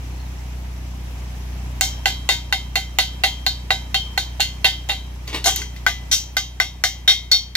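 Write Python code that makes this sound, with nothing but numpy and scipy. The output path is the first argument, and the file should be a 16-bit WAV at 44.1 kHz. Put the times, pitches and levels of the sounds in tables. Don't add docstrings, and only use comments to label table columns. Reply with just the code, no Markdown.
import sys
import numpy as np
from scipy import signal
from scipy.io import wavfile
from scipy.ndimage import uniform_filter1d

SR = 44100
rng = np.random.default_rng(int(sys.argv[2]) if len(sys.argv) > 2 else 0)


def boost_factor(decibels):
    exponent = np.asarray(decibels, float) / 20
    return 10 ** exponent


def put_to_file(sound):
    columns = np.atleast_2d(sound).T
    safe = np.clip(columns, -1, 1)
    whole_steps = np.round(safe * 32767)
    wavfile.write(sys.argv[1], SR, whole_steps.astype(np.int16))


N = 333396

# start_s, ring_db (3-4 kHz), thud_db (750 Hz, over ring),
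# ting_db (6 kHz, over ring), chatter_ms
FIRST_WELD_BLOWS = [(1.8098, -10.5, -7.5, 1.5, 4.4), (2.0567, -8.5, -7, -10, 6.7),
                    (2.2897, -6, -7, -9.5, 8.4), (2.5252, -12, -7, -11.5, 4.8),
                    (2.7554, -12.5, -5, -10, 10), (2.9863, -7.5, -8, -11.5, 9.1),
                    (3.2361, -8, -7.5, -12, 11.3), (3.4642, -14, -9.5, -8.5, 3),
                    (3.705, -12, -4.5, -11, 4.7), (3.9434, -9, -12, -15, 8.6),
                    (4.1761, -11.5, -14, -14.5, 5.3), (4.404, -9.5, -19.5, -10, 10.7),
                    (4.644, -5, -11, -14.5, 14.8), (4.8938, -12.5, -12, -25, 20)]
SECOND_WELD_BLOWS = [
    (5.8645, -12.5, -7, -9, 7.3),
    (6.1137, -11, -26.5, -2, 28.7),
    (6.3674, -11, -13.5, -10, 5.1),
    (6.6004, -12, -10, -10, 5.1),
    (6.838, -11.5, -9.5, -4.5, 9.4),
    (7.0767, -5, -19.5, -13.5, 22.8),
    (7.3143, -12.5, -17.5, -6, 18.4),
    (7.5524, -12, -25, -11, 11),
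]
SLAG_GRAZES = [
    (4.1774, -21, -0.5, 1.5, 3.5),
    (4.3966, -11, -4, -22, 4.3),
    (4.8878, -14, -7, -7, 2.8),
    (4.9154, -19.5, -7, -8, 3.7),
]
# start_s, ring_db, clank_db (2 kHz, over ring), ting_db (6 kHz, over ring), chatter_ms
FRAME_LANDINGS = [
    (5.2766, -33.5, -12, -4, 4.0),
    (5.4419, -13, -18, -10, 11),
    (5.4565, -10, -5, -4, 32),
    (5.5604, -20.5, -8.5, -1, 2.5),
    (5.6173, -29, 4.5, -9.5, 5.5),
    (5.762, -31.5, -10, -15, 8.5),
]
# start_s, level_db, hold_s
FRAME_SKIDS = [
    (5.266, -28.5, 0.055),
    (5.322, -23, 0.027),
    (5.457, -26.5, 0.018),
    (5.57, -35, 0.036),
]

BLOW_COLOUR_HZ = [760, 1900, 3600, 6200, 11000]
# start_s, centre_hz, width_octaves, boost_db
FAVOURED_GROUPS = [(1.81, 2240, 0.096, 6), (3.46, 4330, 0.3, 6.5), (3.7, 3792, 0.03, 11.5),
                   (4.64, 2770, 0.032, 9), (5.46, 731, 0.11, 9), (5.86, 1780, 0.22, 5.5),
                   (6.11, 5700, 0.11, 5), (6.37, 4885, 0.016, 8), (6.84, 1530, 0.12, 2.5),
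                   (7.08, 3678, 0.0073, 2.5), (3.94, 3150, 0.02, 1.5), (6.11, 3300, 0.11, -3),
                   (5.44, 9100, 0.51, 2.5), (2.06, 1530, 0.11, 7), (1.81, 770, 0.12, 4),
                   (2.53, 2070, 0.13, 4), (7.32, 5546, 0.016, -2), (5.62, 6500, .6, 6.5),
                   (7.08, 3231, 0.018, 6), (7.32, 4480, 0.068, 13.5)]
FIRST_WELD_HZ = [2050, 3150, 3792, 4402]
SECOND_WELD_HZ = [2125, 3678, 4402, 5555]

TUBE_HZ = [699, 770, 948, 1195, 1530, 2003, 2050, 2138, 2753, 2880, 3140, 3160, 3231, 3360, 3678, 3792,
           3900, 4104, 4270, 4402, 4561, 4885, 5240, 5476, 5546, 5646, 5818, 5960, 6056, 6538]
# level_db, fade_s (time to fall 60 dB)
FIRST_WELD_MODES = [(-17.5, 0.24), (0, 0.14), (-23, 0.5), (-18, 0.048), (-11, 0.21), (0.5, 0.085),
                    (-14.5, 0.35), (-14.5, 0.29), (-0.5, 0.079), (-23, 0.26), (-14, 0.45), (-13, 0.39),
                    (-18, 0.61), (-25, 0.16), (-5, .2), (-11, 0.15), (-18, 0.45), (-13.5, 0.12),
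                    (-0.5, 0.15), (-5.5, 0.21), (-15, 0.28), (-12, 0.17), (-14.5, 0.21), (-41, .25),
                    (-22, 0.5), (-22, 0.58), (-27, 0.17), (-9.5, 0.076), (-12.5, 0.17), (-9, 0.083)]
SECOND_WELD_MODES = [(-1.5, 0.1), (-3.5, 0.21), (-28, 0.47), (-6.5, 0.16), (1.5, 0.11), (-19, 0.52),
                     (-0.5, 0.11), (-29.5, 0.58), (-37, 0.17), (-13, 0.14), (-16.5, 0.2), (-11, 0.42),
                     (-10, 0.24), (-14, 0.29), (-9.5, 0.16), (-10, .25), (-17, 0.38), (-15, 0.17),
                     (-3, 0.11), (-14, .18), (-13, 0.11), (-7.5, 0.17), (-11, 0.18), (-14, 0.092),
                     (-9, 0.24), (-15, 0.09), (-4.5, 0.22), (-17.5, 0.29), (-6, 0.32), (-8, 0.11)]
# pitch_hz, level_db, fade_s
SLAG_CRACK = [(1052, -0.5, 0.032), (1533, 2, 0.052), (2012, 6.5, 0.031), (2660, 9.5, 0.0072),
              (4560, 2, 0.029), (7180, 13.5, 0.0067), (11870, -2, 0.0075), (14950, -1.5, 0.0076)]
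# pitch_hz, level_db (per Hz)
GRATING_TONE = [(180, -50), (300, -16), (596, -10), (766, 7.5), (1050, -16), (1550, -12.5), (2510, -13.5),
                (3750, -13.5), (4990, -13), (6740, -8.5), (8810, -26.5), (9740, -28), (13800, -30.5),
                (16400, -44)]
# pitch_hz, fade_s
GRATING_FADE = [(300, 0.18), (1000, 0.078), (3000, 0.26), (6000, 0.31), (9000, 0.17), (14000, 0.23)]
# pitch_hz, level_db (per Hz)
SCRAPE_TONE = [(150, -39), (260, -17), (387, 3), (493, -12.5), (567, -6), (1420, -9.5), (3740, -9.5),
               (11700, -32), (16300, -34)]
# pitch_hz, lead_radians
LEFT_LEADS = [(100, .05), (700, 0.48), (1500, 1.16), (3000, 1.47), (6000, 1.65), (15000, 0.78)]
# pitch_hz, more_db
LEFT_LOUDER = [(300, 9), (700, -6), (1500, -1), (3000, 1.5), (6000, -1), (10000, -7.5), (15000, -2.5)]

# time_s, firing_hz, loudness_db (after the volume control)
WELDER_ENGINE = [(0.0, 61.1, -30), (0.06, 61.86, -29.5), (1.37, 61, -29.5), (1.66, 61.1, -28),
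                 (2.32, 60.72, -31), (4.46, 61.18, -31.5), (6.08, 60.48, -32.5), (6.13, 60.5, -31),
                 (6.17, 61.46, -35.5), (7.2, 60.6, -35.5), (7.56, 61, -38)]
# multiple (of half the firing rate), level_db
EXHAUST_TONES = [(1, -31), (2, 0), (3, -14), (4, -13), (5, -21), (6, -19), (7, -29), (8, -25), (9, -25),
                 (10, -30), (11, -33), (12, -33), (13, -37), (14, -37)]
# pitch_hz, level_db (per Hz)
YARD_TONE = [(30, -21), (62, -15), (105, -10), (180, -15), (270, -17), (457, -24), (858, -19.5),
             (1330, -28), (2400, -25), (4420, -33), (6440, -29.5), (8650, -44), (11400, -36.5),
             (15900, -44)]
# pitch_hz, likeness (1 = the same)
YARD_ALIKE = [(60, 0.93), (180, 0.68), (550, 0.36), (1650, -0.055), (4970, -0.047), (15000, -0.29)]
# time_s, pitch_hz, level_db
BIRD_CALL = [
    (.17, 4200, -75),
    (.23, 4250, -53),
    (.26, 3900, -58),
    (.3, 3350, -53),
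    (.33, 3300, -78),
]

STEADY_HZ = 3000
SWING_DB = 5
FIRST_CLANK_DB, SECOND_CLANK_DB, LEAST_CLANK_DB = 3.5, 7.5, -8.5
LANDING_THUD_DB, THUD_PER_DB = 13, 2.4
FIRST_CLEAR_DB, FIRST_CLEAR_S = 2, 1
SECOND_CLEAR_DB, SECOND_CLEAR_S = 25, 1.8
FIZZ_DB, FIZZ_PER_TING = 9.5, .8
SKID_RISE_S, SKID_FADE_DB_PER_S = .012, 200


def hammer():
    early = with_clank(FIRST_WELD_BLOWS, FIRST_CLANK_DB)
    late = landings() + with_clank(SECOND_WELD_BLOWS, SECOND_CLANK_DB)
    early_spots = cleared(early, early[0][0], FIRST_WELD_HZ, FIRST_CLEAR_DB, FIRST_CLEAR_S)
    late_spots = cleared(late, SECOND_WELD_BLOWS[0][0], SECOND_WELD_HZ, SECOND_CLEAR_DB, SECOND_CLEAR_S)
    blows, spots, turn = early + late, early_spots + late_spots, len(early)
    forces = [contact(blow[-1]) for blow in blows]

    first_modes = np.column_stack([TUBE_HZ, FIRST_WELD_MODES])
    first_rings = rings(first_modes, .8, scatter_rad=0.6, scatter_db=5.03)
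    first = strike(early, early_spots, forces[:turn], first_modes, first_rings,
                   level_db=-1.0, spread_db=2.0, steady_hz=STEADY_HZ)
    second_modes = np.column_stack([TUBE_HZ, SECOND_WELD_MODES])
    second_rings = rings(second_modes, 1.0, scatter_rad=0.12, scatter_db=3.2)
    second = strike(late, late_spots, forces[turn:], second_modes, second_rings,
                    level_db=-1.5, spread_db=-2.5, steady_hz=STEADY_HZ)

    bars = grating_modes(GRATING_TONE)
    bar_rings = rings(bars, 0.49, scatter_rad=0.53, scatter_db=7.2)
    clang = strike(blows, spots, forces, bars, bar_rings, level_db=-13.5, spread_db=3.5)
    scrapes = slag_grazes(spots, bars, bar_rings)
    return first + second + clang + slag_crack(blows, spots, forces) + scrapes


def slag_crack(blows, spots, forces):
    square = [(s, db - 14 * np.log10(ms / 8), *rest, ms) for s, db, *rest, ms in blows]
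    taps = [force[:90] for force in forces]
    crack_rings = rings(SLAG_CRACK, .06, scatter_rad=0.31, scatter_db=0.8)
    return strike(square, spots, taps, SLAG_CRACK, crack_rings,
                  level_db=-3.5, spread_db=4.5, steady_hz=STEADY_HZ)


def slag_grazes(spots, bars, bar_rings):
    grazes = with_clank(SLAG_GRAZES, FIRST_CLANK_DB)
    forces = [contact(graze[-1]) for graze in grazes]
    return strike(grazes, spots, forces, bars, bar_rings, level_db=-16.5, spread_db=1.0)


def landings():
    return [(s, db, LANDING_THUD_DB + THUD_PER_DB * db, *rest) for s, db, *rest in FRAME_LANDINGS]


def with_clank(blows, clank_db):
    return [(s, db, thud, max(thud + clank_db, LEAST_CLANK_DB), ting, ms)
            for s, db, thud, ting, ms in blows]


def cleared(blows, start_s, rings_hz, clear_db, clear_s):
    spots = []
    for s, *rest in blows:
        bare = 1 - np.exp(-max(s - start_s, 0) / clear_s)
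        spots.append((s, *rings_hz, clear_db * bare))
    return spots


def contact(ms, bounces_per_s=1500, bounce_db=-12):
    chance, size = rng.random((2, SR // 10))
    direction = np.sign(np.sin(1e4 * size))
    force = boost_factor(bounce_db) * np.log(size) * (chance < bounces_per_s / SR) * direction
    t_ms = 1000 * np.arange(SR // 10) / SR
    force *= np.sqrt(ms / 10) * np.exp(-(t_ms / max(ms, .5)) ** 2)
    force[0] = 1
    return force


def strike(blows, spots, forces, modes, ring, level_db, spread_db, steady_hz=0):
    out, hz = np.zeros((2, N + 2 * SR)), np.array(modes)[:, 0]
    luck = rng.standard_normal((len(blows), 2, len(modes)))
    for blow, spot, force, (uneven, sign) in zip(blows, spots, forces, luck):
        hits = np.flatnonzero(np.abs(force) > 1e-3)
        push = np.abs(np.exp(-2j * np.pi * np.outer(hz, hits) / SR) @ force[hits])
        direction = np.where(hz < steady_hz, 1, np.sign(sign))
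        strength_db = colour_db(blow, spot, hz) + level_db + spread_db * uneven
        strength = direction * boost_factor(strength_db) / (push + 0.54)
        swing = boost_factor(SWING_DB * (np.minimum(np.abs(sign), 1.6) - 0.6057) * [[1], [-1]])
        stirred = np.einsum('cm,cmt->ct', strength * swing, ring, optimize=True)
        sound = signal.fftconvolve(stirred, force[None], axes=1)
        at = round(blow[0] * SR)
        out[:, at:at + sound.shape[1]] += sound
    return out[:, :N]


def colour_db(blow, spot, hz):
    s, db, thud, clank, ting, ms = blow
    group_db = sum(more_db * np.exp(-(np.log2(hz / centre) / width) ** 2)
                   for at, centre, width, more_db in FAVOURED_GROUPS if abs(at - s) < .01)
    _, *favoured_hz, boost_db = spot
    near = sum(np.exp(-(np.log(hz / centre) / .012) ** 2) for centre in favoured_hz)
    colour = (thud, clank, 0, ting, FIZZ_DB + FIZZ_PER_TING * ting)
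    broad_db = at_hz(list(zip(BLOW_COLOUR_HZ, colour)), hz)
    return db + broad_db + boost_db * np.minimum(near, 1) + group_db


def rings(modes, seconds, scatter_rad, scatter_db, rise_ms=0.44):
    hz, db, t60 = np.transpose(modes)[:, :, None]
    t = np.arange(round(seconds * SR)) / SR
    ports = rng.standard_normal((2, len(modes), 1))
    lead = at_hz(LEFT_LEADS, hz) + scatter_rad * ports[0] * np.minimum(hz / 2500, 1)
    more_db = at_hz(LEFT_LOUDER, hz) + scatter_db * ports[1]
    decay = boost_factor(db - 60 * t / np.maximum(t60, .005)) * np.tanh(1000 * t / rise_ms) ** 2
    return np.array([boost_factor(way * more_db / 2) * decay * np.sin(2 * np.pi * hz * t + way * lead / 2)
                     for way in (1, -1)])


def grating_modes(tone, count=520):
    hz = np.linspace(300, 16500, count) + 10 * rng.standard_normal(count)
    uneven = np.clip(rng.standard_normal((2, count)), -2, 1.5) * [[2.5], [.15]]
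    return np.transpose([hz, at_hz(tone, hz) + uneven[0], at_hz(GRATING_FADE, hz) * np.exp(uneven[1])])


def drag(grains_per_s=2000, drag_db=-4.0):
    push = skid_push() * boost_factor(2.1 * drift(51))
    sizes = boost_factor(2.9 * np.minimum(rng.exponential(1, N), 4)) * rng.choice([-1, 1], N)
    clicks = rms_one(sizes * (rng.random(N) < grains_per_s / SR))
    bars = grating_modes(SCRAPE_TONE, count=300) * [1, 1, .35]
    body = rng.choice([-1, 1], len(bars)) @ rings(bars, 0.11, scatter_rad=0.32, scatter_db=2.4)
    body /= np.sqrt(np.sum(body ** 2) / 2)
    return boost_factor(drag_db) * signal.oaconvolve(body, (push * clicks)[None], axes=1)[:, :N]


def skid_push():
    s, db, hold = np.transpose(FRAME_SKIDS)[:, :, None]
    since = np.arange(N) / SR - s
    fade_db = SKID_FADE_DB_PER_S * np.maximum(since - hold, 0)
    return np.sum(np.clip(since / SKID_RISE_S, 0, 1) * boost_factor(db - fade_db), axis=0)


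def engine(firing_hz):
    turn = np.pi * np.cumsum(firing_hz) / SR
    lag = np.array([[.026], [-.026]])
    smear = .12
    sound = 0
    for k, db in EXHAUST_TONES:
        level = np.sqrt(2) * boost_factor(db + (0.27 + 0.1 * k) * drift(4.9))
        sound = sound + level * np.cos(k * (turn + lag) - smear * k * k)
    return sound


def yard():
    together = drift(1.0)
    wash = 0
    for hz, band in noise_bands(YARD_ALIKE):
        wash = wash + band * boost_factor(at_hz(YARD_TONE, hz) + 0.6 * together + 1.1 * drift(30))
    return rms_one(wash)


def bird():
    hz, db = in_time(BIRD_CALL)
    husky_hz = hz * (1 + 0.0119 * drift(65))
    return boost_factor(db + 9.0 * drift(60)) * np.sin(2 * np.pi * np.cumsum(husky_hz) / SR)


def noise_bands(likeness):
    edges = 25 * 2 ** np.arange(0, 9.5, 1 / 3)
    white = rng.standard_normal((2, 2, N))
    for k, (low, high) in enumerate(zip(edges, edges[1:])):
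        band = signal.butter(2, [low, high], "band", fs=SR, output="sos")
        mid, side = signal.sosfilt(band, white[k % 2])
        centre = np.sqrt(low * high)
        alike = np.clip(at_hz(likeness, centre), -1, 1)
        yield centre, np.sqrt(1 + alike) * mid + np.sqrt(1 - alike) * side * [[1], [-1]]


def drift(rate_hz):
    r = np.exp(-80 * np.pi * rate_hz / SR)
    slow = signal.lfilter([1], [1, -2 * r, r * r], rng.standard_normal(N // 40 + 2002))[2000:]
    return np.interp(np.arange(N) / 40, np.arange(len(slow)), rms_one(slow))


def rms_one(x):
    return x / np.sqrt(np.mean(x ** 2) + 1e-20)


def in_time(rows):
    s, *columns = np.transpose(rows)
    return [np.interp(np.arange(N) / SR, s, column) for column in columns]


def at_hz(points, hz):
    points = np.array(points)
    return np.interp(np.log(hz), np.log(points[:, 0]), points[:, 1])


def scene():
    firing_hz, loudness_db = in_time(WELDER_ENGINE)
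    yard_rel_db = -11
    behind = boost_factor(loudness_db) * (engine(firing_hz) + boost_factor(yard_rel_db) * yard())
    return behind + hammer() + drag() + bird()


def top_cut(x):
    return signal.sosfilt(signal.butter(12, 16510, fs=SR, output="sos"), x)


def record(dry):
    over_db = np.maximum(20 * np.log10(np.abs(dry).max(axis=0) + 1e-9) + 1.0, 0)
    fall_db = 250 * np.arange(N) / SR
    held_db = np.maximum.accumulate(over_db + fall_db) - fall_db
    mix = np.clip(dry * boost_factor(-.8 * uniform_filter1d(held_db, size=45)), -.99, .99)
    mix = signal.sosfilt(signal.cheby2(12, 60, 16800, fs=SR, output="sos"), mix)
    return top_cut(mix)


dry = scene()
out = record(dry)
put_to_file(out)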